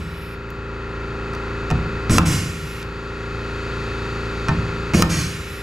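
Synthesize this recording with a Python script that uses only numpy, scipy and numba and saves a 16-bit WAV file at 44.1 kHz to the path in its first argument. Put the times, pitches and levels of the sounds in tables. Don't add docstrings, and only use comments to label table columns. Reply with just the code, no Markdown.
import sys
import numpy as np
from scipy import signal
from scipy.fft import rfft, irfft
from scipy.io import wavfile
from scipy.ndimage import uniform_filter1d
from numba import njit

SR = 44100
rng = np.random.default_rng(int(sys.argv[2]) if len(sys.argv) > 2 else 0)


def to_wav(s):
    ch = np.atleast_2d(s).T
    pcm = np.round(np.clip(ch, -1, 1) * 32767)
    wavfile.write(sys.argv[1], SR, pcm.astype(np.int16))


N = 247842
T = np.arange(N) / SR
FREQ = np.fft.rfftfreq(N, 1 / SR)

# mandrel snap t/s, crack level/dB, body ring level/dB,
# brightness f/Hz, mandrel ping level/dB, groan level/dB, piston kick level/dB, jaw grip level/dB,
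# recoil level/dB, clank level/dB, valve shutting level/dB, stroke air level/dB, vent level/dB,
# vent hold t/s, leak level/dB
PULLS = [(-0.305, -3, -12, 11000, -10.5, -29, -1, -5, -4.5, -20, -39, -20, -26.5, 0.11, -35),
         (2.183, -2.5, 4.5, 11700, -28, -16.5, -7.5, -18, -6.5, -23, -18.5, -16.5, -14, 0.097, -33),
         (5.0231, -0.5, 1.5, 10300, 8, -11.5, -7, -10.5, -9, -12, -21.5, -15, -14.5, 0.12, -30.5)]
# t/s, crack level/dB, body ring level/dB, bounce level/dB,
# clank level/dB, boom level/dB
LANDINGS = [(1.703, -20.5, -28, -3, -17, -15), (3.864, -57, -57, -14, -36, -32),
            (4.4845, -19.5, -12.5, -2.5, -14, -15)]
# t/s, crack level/dB, body ring level/dB, brightness f/Hz
LIGHT_CONTACTS = [(0.503, -38, -55, 12000), (1.335, -33, -27, 7500), (1.35, -32, -30, 7500),
                  (1.7122, -23.5, -19, 5500)]
STROKE_S, RELEASE_S, SETTLE_S = .087, .069, .576
BOUNCE_S = 0.0076


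def undb(db):
    return 10 ** (np.asarray(db) / 20)


def level(x, db):
    return x * undb(db) / np.sqrt(np.mean(x ** 2))


def gains(points):
    hz, db = np.transpose(points)
    shape = undb(np.interp(np.log(FREQ + 1), np.log(hz), db))
    return shape * np.minimum(FREQ / hz[0], 1) ** 2


def colour(x, points):
    return level(irfft(rfft(x) * gains(points), N), 0)


def noise(points):
    return colour(rng.standard_normal(N), points)


def band(hz, width_hz):
    lowpass = signal.butter(2, width_hz / 2, fs=SR, output="sos")
    slow = signal.sosfilt(lowpass, rng.standard_normal((2, N)))
    angle = 2 * np.pi * np.cumsum(hz * np.ones(N)) / SR
    return level(slow[0] * np.cos(angle) + slow[1] * np.sin(angle), 0)


def fade(t60, size=SR):
    return np.exp(-np.log(1000) * T[:size] / t60)


def ring(modes):
    return sum(undb(db) * fade(t60) * np.sin(2 * np.pi * hz * T[:SR]) for hz, db, t60 in modes)


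def add(track, s, sound):
    i = int(s * SR)
    part = sound[max(-i, 0):max(N - i, 0)]
    track[max(i, 0):max(i, 0) + len(part)] += part


def walk(rate):
    k = int(SR / rate)
    return uniform_filter1d(np.repeat(rng.standard_normal(N // k + 1), k), k)[:N]


def gate(start, end, ramp_s):
    return np.clip((T - start) / ramp_s, 0, 1) * np.clip(1 - (T - end) / ramp_s, 0, 1)


def pump(hum_db=-27.0, whine_db=-36.5, clatter_db=-37.5, rush_db=-34, wobble=.004, throb=0.034,
         scatter=1.0, treble_hz=3000, shaft_hz=28.256):
    # multiple of the shaft rate, level/dB
    hum_partials = [(1, -11), (2, 3), (3, -7), (4, 0.5), (5, -8), (6, -6), (7, -25), (8, -5), (9, -12),
                    (10, -7.5), (11, -7.5), (12, -24), (13, -8.5), (14, 2), (15, -7.5), (16, -11.5),
                    (17, -13.5), (18, -9), (19, -13.5), (20, -16.5), (21, -25.5)]
    whine_partials = [(40, 1.5), (44, -3), (46, 6.5), (47, 1), (48, 5.5), (49, 7.5), (50, 4.5), (51, 2),
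                      (54, -18), (59, -11), (62, -5), (63, -6), (91, -8), (94, -8.5), (151, -19),
                      (165, -16)]
    # f/Hz, level/dB per Hz
    clatter_spectrum = [(500, -9.5), (650, -5), (800, -1), (1100, 5), (1500, 5), (1750, 6), (2000, 0.5),
                        (2300, -5.5), (2600, 3.5), (2900, -11), (4000, -9), (4700, -7), (5200, -19.5),
                        (7000, -22), (12000, -43)]
    rush_spectrum = [(20, -32), (45, 1.5), (78, 6.5), (150, 4), (260, -9), (650, -10), (1300, -3.5),
                     (2500, -11.5), (3000, -18), (4700, -20.5), (5200, -29.5), (7000, -27), (8200, -40),
                     (12000, -43.5), (15000, -85)]
    # t/s, level/dB
    treble_curve = [(0.6, -2.5), (1.5, -0.5), (3.1, 2), (3.8, 4), (4.6, 4), (5.5, 1.5)]
    turns = shaft_hz * T + wobble * walk(3) - .6
    angle = 2 * np.pi * turns
    hum = sum(undb(db) * np.cos(round(k) * angle + 2 * np.pi * rng.random()) for k, db in hum_partials)
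    whine = sum(undb(db) * np.cos(round(k) * angle + scatter * rng.standard_normal())
                for k, db in whine_partials)
    one_turn = rng.standard_normal(int(SR / shaft_hz))
    place = (turns % 1 * len(one_turn)).astype(int) % len(one_turn)
    clatter = colour(one_turn[place], clatter_spectrum)
    rush = noise(rush_spectrum) * (1 + throb * np.cos(angle)) * undb(0.038 * walk(3.2))
    bed = level(clatter, clatter_db) + level(rush, rush_db)
    treble = irfft(rfft(bed) * FREQ ** 4 / (FREQ ** 4 + treble_hz ** 4), N)
    bed = bed + treble * (undb(np.interp(T, *np.transpose(treble_curve))) - 1)
    return level(hum, hum_db) + level(whine, whine_db) * undb(0.24 * walk(9.6)) + bed


def workshop(x, t60=0.57):
    spectrum = [(60, 4.0), (2500, 3.5), (7000, -4.5), (15000, 2.0)]
    tail = noise(spectrum)[:SR] * fade(t60) * (T[:SR] > .004)
    return signal.fftconvolve(x, tail / np.linalg.norm(tail))[:N]


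def strain(rise_s=0.059, fall_db_per_s=45, creak_db=-5, creak_hz=720, creak_width_hz=110,
           sag_per_s=6.0, creak_fall_db_per_s=70):
    # f/Hz, level/dB per Hz
    groan_spectrum = [(80, 9), (110, -5), (165, 2.5), (230, 7), (320, 0), (420, -5.5), (530, -3.5),
                      (700, -17.5), (1100, -12.5), (1800, -26), (3000, -33)]
    load, creak = np.zeros((2, N))
    for s, _, _, _, _, groan_db, *_ in PULLS:
        trigger = s - STROKE_S
        age = np.clip(T - trigger, 0, STROKE_S + rise_s)
        pull = gate(trigger, s, rise_s) * undb(groan_db - fall_db_per_s * age)
        load += pull
        sinking = band(creak_hz * np.exp(-sag_per_s * age), creak_width_hz)
        creak += pull * undb(creak_db - creak_fall_db_per_s * age) * sinking
    return noise(groan_spectrum) * load + creak


def thumps(overtone_ratio=1.6, overtone_db=-15):
    # t/s, f/Hz, level/dB, t60/s
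    flexes = [(1.7209, 153, -10.5, 0.17), (1.755, 126, -17, .18), (2.1, 116.6, -9.5, 0.22),
              (2.1939, 148.4, -3.5, 0.1), (2.216, 171.7, -9.5, 0.78), (4.4908, 157.7, -9.5, 0.12),
              (4.513, 166, -11, 0.18), (4.588, 116, -16, 0.17), (4.949, 177.6, -7.5, 0.69),
              (4.983, 112, -11, 0.2), (5.033, 160, -7.5, 0.28)]
    out = np.zeros(N)
    for s, hz, db, t60 in flexes:
        add(out, s, undb(db) * ring([(hz, 0, t60), (hz * overtone_ratio, overtone_db, t60)]))
    return out


def shoves():
    touch_db, touch_ms = -15.5, 0.59
    seat_s, seat_ms = 0.0029, 5.2
    kick_ms, grip_ms, recoil_ms, return_ms = 4.5, 1.23, 1.27, 0.76
    grip_lag_s, recoil_lag_s = 0.00935, 0.0022
    return_db = -16.5
    rows = []
    for s, *_, boom_db in LANDINGS:
        rows += [(s + BOUNCE_S, boom_db + touch_db, touch_ms), (s + seat_s, boom_db, seat_ms)]
    for s, _, _, _, _, _, kick_db, grip_db, recoil_db, *_ in PULLS:
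        trigger = s - STROKE_S
        rows += [(trigger, kick_db, kick_ms), (trigger + grip_lag_s, grip_db, grip_ms),
                 (s + recoil_lag_s, recoil_db, recoil_ms), (s + RELEASE_S, return_db, return_ms)]
    return rows


def sheet(modes_db=-5, wash_db=-6.5, wash_t60=0.94, travel_s=0.012):
    # f/Hz, level/dB, t60/s
    sheet_modes = [(61.9, 1, 0.62), (76.1, -7, 1.82), (93, -3.5, 1.27), (132, -8.5, 0.85),
                   (154.3, -3.5, 1.92), (168.6, 6, 1.05), (220.4, -2.5, 0.96), (245, -12, 0.39),
                   (297.6, -2.5, 0.75), (328, -5.5, 0.69), (450, -11, 0.15), (514.4, -4, 0.3)]
    # f/Hz, level/dB per Hz
    wash_spectrum = [(25, 1), (60, -16), (130, 2.5), (190, 4.5), (260, -22), (350, -13), (550, -13),
                     (900, -16), (1500, -49), (3000, -50)]
    body = np.zeros(N)
    for k, mode in enumerate(sheet_modes):
        add(body, travel_s * sheet_modes[0][0] / mode[0], (-1) ** k * ring([mode]))
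    out, wash = np.zeros(N), noise(wash_spectrum)
    for s, db, contact_ms in shoves():
        push = np.exp(-T[:SR // 20] * 1000 / (contact_ms / np.pi))
        dense = np.roll(wash, rng.integers(N))[:SR] * fade(wash_t60)
        blow = undb(modes_db) * body[:SR] + undb(wash_db) * dense
        add(out, s, undb(db) * signal.fftconvolve(blow, push / push.sum()))
    return out


def air(scatter=0.15, flutter_db=-0.05, valve_s=0.016, broad_db=-1.5, drift=.006):
    # f/Hz, level/dB per Hz
    jet_spectrum = [(150, 25.5), (400, 2.5), (750, -7), (1400, 3.5), (2000, 2), (2500, 2), (3900, -5),
                    (4700, -1.5), (6000, 0), (7500, -7), (8600, -10), (10300, -7), (11200, -9),
                    (13000, -17), (15500, -26)]
    leak_spectrum = [(600, -14), (1400, 10), (2000, 16.5), (2600, 17.5), (3200, 8.5), (3800, 11.5),
                     (4400, 3), (5300, 8), (6200, -10), (7600, -29), (8800, -11), (10300, -5), (12200, -5),
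                     (14000, -14), (15500, -24)]
    whistle_spectrum = [(8500, -37), (10200, 6), (11000, -4), (12200, 5), (13500, -19), (15500, -26)]
    # f/Hz, width f/Hz, level/dB
    jet_resonances = [(5430, 500, -18), (6560, 380, -19.5), (7830, 730, -14.5), (9870, 600, -20.5),
                      (12240, 550, -26.5)]
    # t/s, frequency ratio
    jet_glide = [(2.1, 1), (2.28, 0.98), (2.41, .94), (2.6, 0.94), (4.94, .86), (5.26, 0.8), (5.38, 0.93)]
    vent_rise_s, vent_fall_db_per_s = 0.0087, 124
    tail_db, tail_fall_db_per_s = -11.5, 21
    leak_fall_db_per_s, shut_s = 10.5, 0.027
    whistle_db, whistle_peak_s, whistle_slope_db_per_s = -13, 0.46, 80
    echo_unit_ms, echo_sway = 0.4014, 0.046
    flow, leak, whistle = np.zeros((3, N))
    for s, *_, stroke_db, vent_db, hold_s, leak_db in PULLS:
        release = s + RELEASE_S
        shut = release + SETTLE_S
        age = np.clip(T - release, 0, SETTLE_S)
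        vent = undb(vent_db - vent_fall_db_per_s * np.maximum(age - hold_s, 0))
        vent = vent + undb(vent_db + tail_db - tail_fall_db_per_s * age)
        flow = flow + undb(stroke_db) * gate(s - STROKE_S, s, valve_s)
        flow = flow + vent * gate(release, shut, vent_rise_s)
        ajar = gate(release, shut, shut_s)
        leak = leak + ajar * undb(leak_db - leak_fall_db_per_s * age)
        off_peak_s = np.abs(age - whistle_peak_s)
        whistle = whistle + ajar * undb(leak_db + whistle_db - whistle_slope_db_per_s * off_peak_s)
    tune = np.interp(T, *np.transpose(jet_glide)) * (1 + drift * walk(12))
    jet = undb(broad_db) * noise(jet_spectrum)
    jet = jet + sum(undb(db) * band(hz * tune, width) for hz, width, db in jet_resonances)
    hiss = jet * flow * undb(flutter_db * walk(50))
    hiss = hiss + noise(leak_spectrum) * leak + noise(whistle_spectrum) * whistle
    lag = echo_unit_ms * (1 + echo_sway * walk(4)) / 1000
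    far = sum(np.interp(T - lag * times, T, hiss) for times in rng.uniform(2.04, 10.22, size=4))
    return hiss + scatter * far


def clank(s, next_hole_s=3):
    # f/Hz, level/dB at the first hole, level/dB at the second, t60/s
    hole_modes = [(657, -12, -12.5, 0.18), (742, -3, -16, 0.15), (802, -11, -14, 0.11),
                  (910, -7.5, -9.5, 0.17), (1100, -17, -2, 0.06), (1514, -16, -3, 0.056),
                  (1806, -15, -7, 0.14), (2457, -9, -1.5, 0.044)]
    return ring([(hz, first_db if s < next_hole_s else second_db, t60)
                 for hz, first_db, second_db, t60 in hole_modes])


def clanks(jaws_db=-12, jaws_lag_s=0.00452, build_s=0.0033, tink_db=-40):
    # f/Hz, level/dB, t60/s
    jaw_modes = [(1127, 0, .05), (2215, 2, 0.076), (2476, 3.5, 0.071)]
    mandrel_modes = [(5050, -4.5, 0.0076), (6440, -8.5, 0.0078)]
    tink_mode = (12100, 0, 0.019)
    out = np.zeros(N)
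    for s, *_, clank_db, _ in LANDINGS:
        add(out, s, undb(clank_db) * clank(s) * (1 - np.exp(-T[:SR] / build_s)))
    for s, _, _, _, ping_db, _, _, grip_db, _, clank_db, *_ in PULLS:
        add(out, s, undb(clank_db) * clank(s))
        add(out, s - STROKE_S + jaws_lag_s, undb(jaws_db + grip_db) * ring(jaw_modes))
        add(out, s, undb(ping_db) * ring(mandrel_modes))
    add(out, LIGHT_CONTACTS[0][0], undb(tink_db) * ring([tink_mode]))
    return out


def impacts():
    landing_hz = 6100
    valve_opens = (-15.5, -17, 5600)
    valve_shuts = (-44, 4300)
    rows = list(LIGHT_CONTACTS)
    for s, crack_db, body_db, bounce_db, *_ in LANDINGS:
        rows += [(s, crack_db, body_db, landing_hz),
                 (s + BOUNCE_S, crack_db + bounce_db, body_db + bounce_db, landing_hz)]
    for s, crack_db, body_db, bright_hz, *_, shut_db, _, _, _, _ in PULLS:
        rows += [(s - STROKE_S, *valve_opens), (s, crack_db, body_db, bright_hz),
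                 (s + RELEASE_S + SETTLE_S, shut_db, *valve_shuts)]
    return rows


def snaps(crack_t60=.016, edge_db=-20, edge_t60=0.0054, ring_db=-3, zing_db=-21, zing_t60=0.6):
    # f/Hz, level/dB per Hz
    crack_spectrum = [(650, -23), (1100, 11.5), (1350, 4), (1750, 6), (2500, 10.5), (4000, 1), (6000, 5),
                      (8500, -2), (11500, 0.5), (15500, -10)]
    # f/Hz, level/dB, t60/s
    tool_modes = [(1037, -13.5, 0.11), (1250, -1, 0.037), (1316, -8.5, 0.1), (2680, -19, 0.025),
                  (4060, -24, 0.018), (5640, -16, 0.009)]
    out, crack = np.zeros(N), noise(crack_spectrum)
    zing = noise([(500, -11), (950, 7.5), (1300, 9.5), (1700, -1.5), (3000, -12.5), (7000, -16.0), (15000, -36)])
    for s, crack_db, body_db, bright_hz in impacts():
        shift = rng.integers(N)
        burst = np.roll(crack, shift)[:SR] * (fade(crack_t60) + undb(edge_db) * fade(edge_t60))
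        body = undb(ring_db) * ring(tool_modes)
        body = body + undb(zing_db) * np.roll(zing, shift)[:SR] * fade(zing_t60)
        dull = signal.butter(2, min(bright_hz, SR / 2 - 1), fs=SR, output="sos")
        add(out, s, signal.sosfilt(dull, undb(crack_db) * burst + undb(body_db) * body))
    return out


def ports(x, lean, wet_db, diffuse_db):
    # f/Hz, side minus mid level/dB
    port_spectrum = [(60, -23.5), (200, -38), (380, -22), (700, -14.5), (1290, -13), (2500, -6),
                     (4400, -6.5), (8100, -38.5), (14000, -3)]
    mid = x + undb(wet_db) * workshop(x)
    difference = -1j * np.exp(1j * lean) * rfft(x) + undb(diffuse_db) * rfft(workshop(x))
    side = irfft(difference * gains(port_spectrum), N)
    return np.array([mid + side, mid - side])


def scene():
    work = sheet() + thumps() + snaps() + clanks() + strain() + air()
    close = ports(work, lean=-0.38, wet_db=-12.0, diffuse_db=-3)
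    background = ports(pump(), lean=0.28, wet_db=-23.5, diffuse_db=-8.0)
    return close + background


@njit
def ducking(over_db, start_db, attack, recover_db, ease):
    out, cut = np.empty(len(over_db)), start_db
    for i in range(len(over_db)):
        if over_db[i] > cut:
            cut += (over_db[i] - cut) * attack
        else:
            cut -= recover_db * cut / (cut + ease)
        out[i] = cut
    return out


def record(dry, ceiling_db=-6.5, start_db=8.0, attack_s=0.0011, recover_db_per_s=7.0, ease_db=0.71,
           top_hz=14500):
    over_db = 20 * np.log10(np.abs(dry).max(axis=0) + 1e-9) - ceiling_db
    cut_db = ducking(over_db, float(start_db), 1 / (attack_s * SR), recover_db_per_s / SR, float(ease_db))
    wet = np.clip(dry * undb(-cut_db), -1, 1)
    return signal.sosfilt(signal.ellip(10, .2, 80, top_hz, fs=SR, output="sos"), wet)


dry = scene()
out = record(dry)
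to_wav(out)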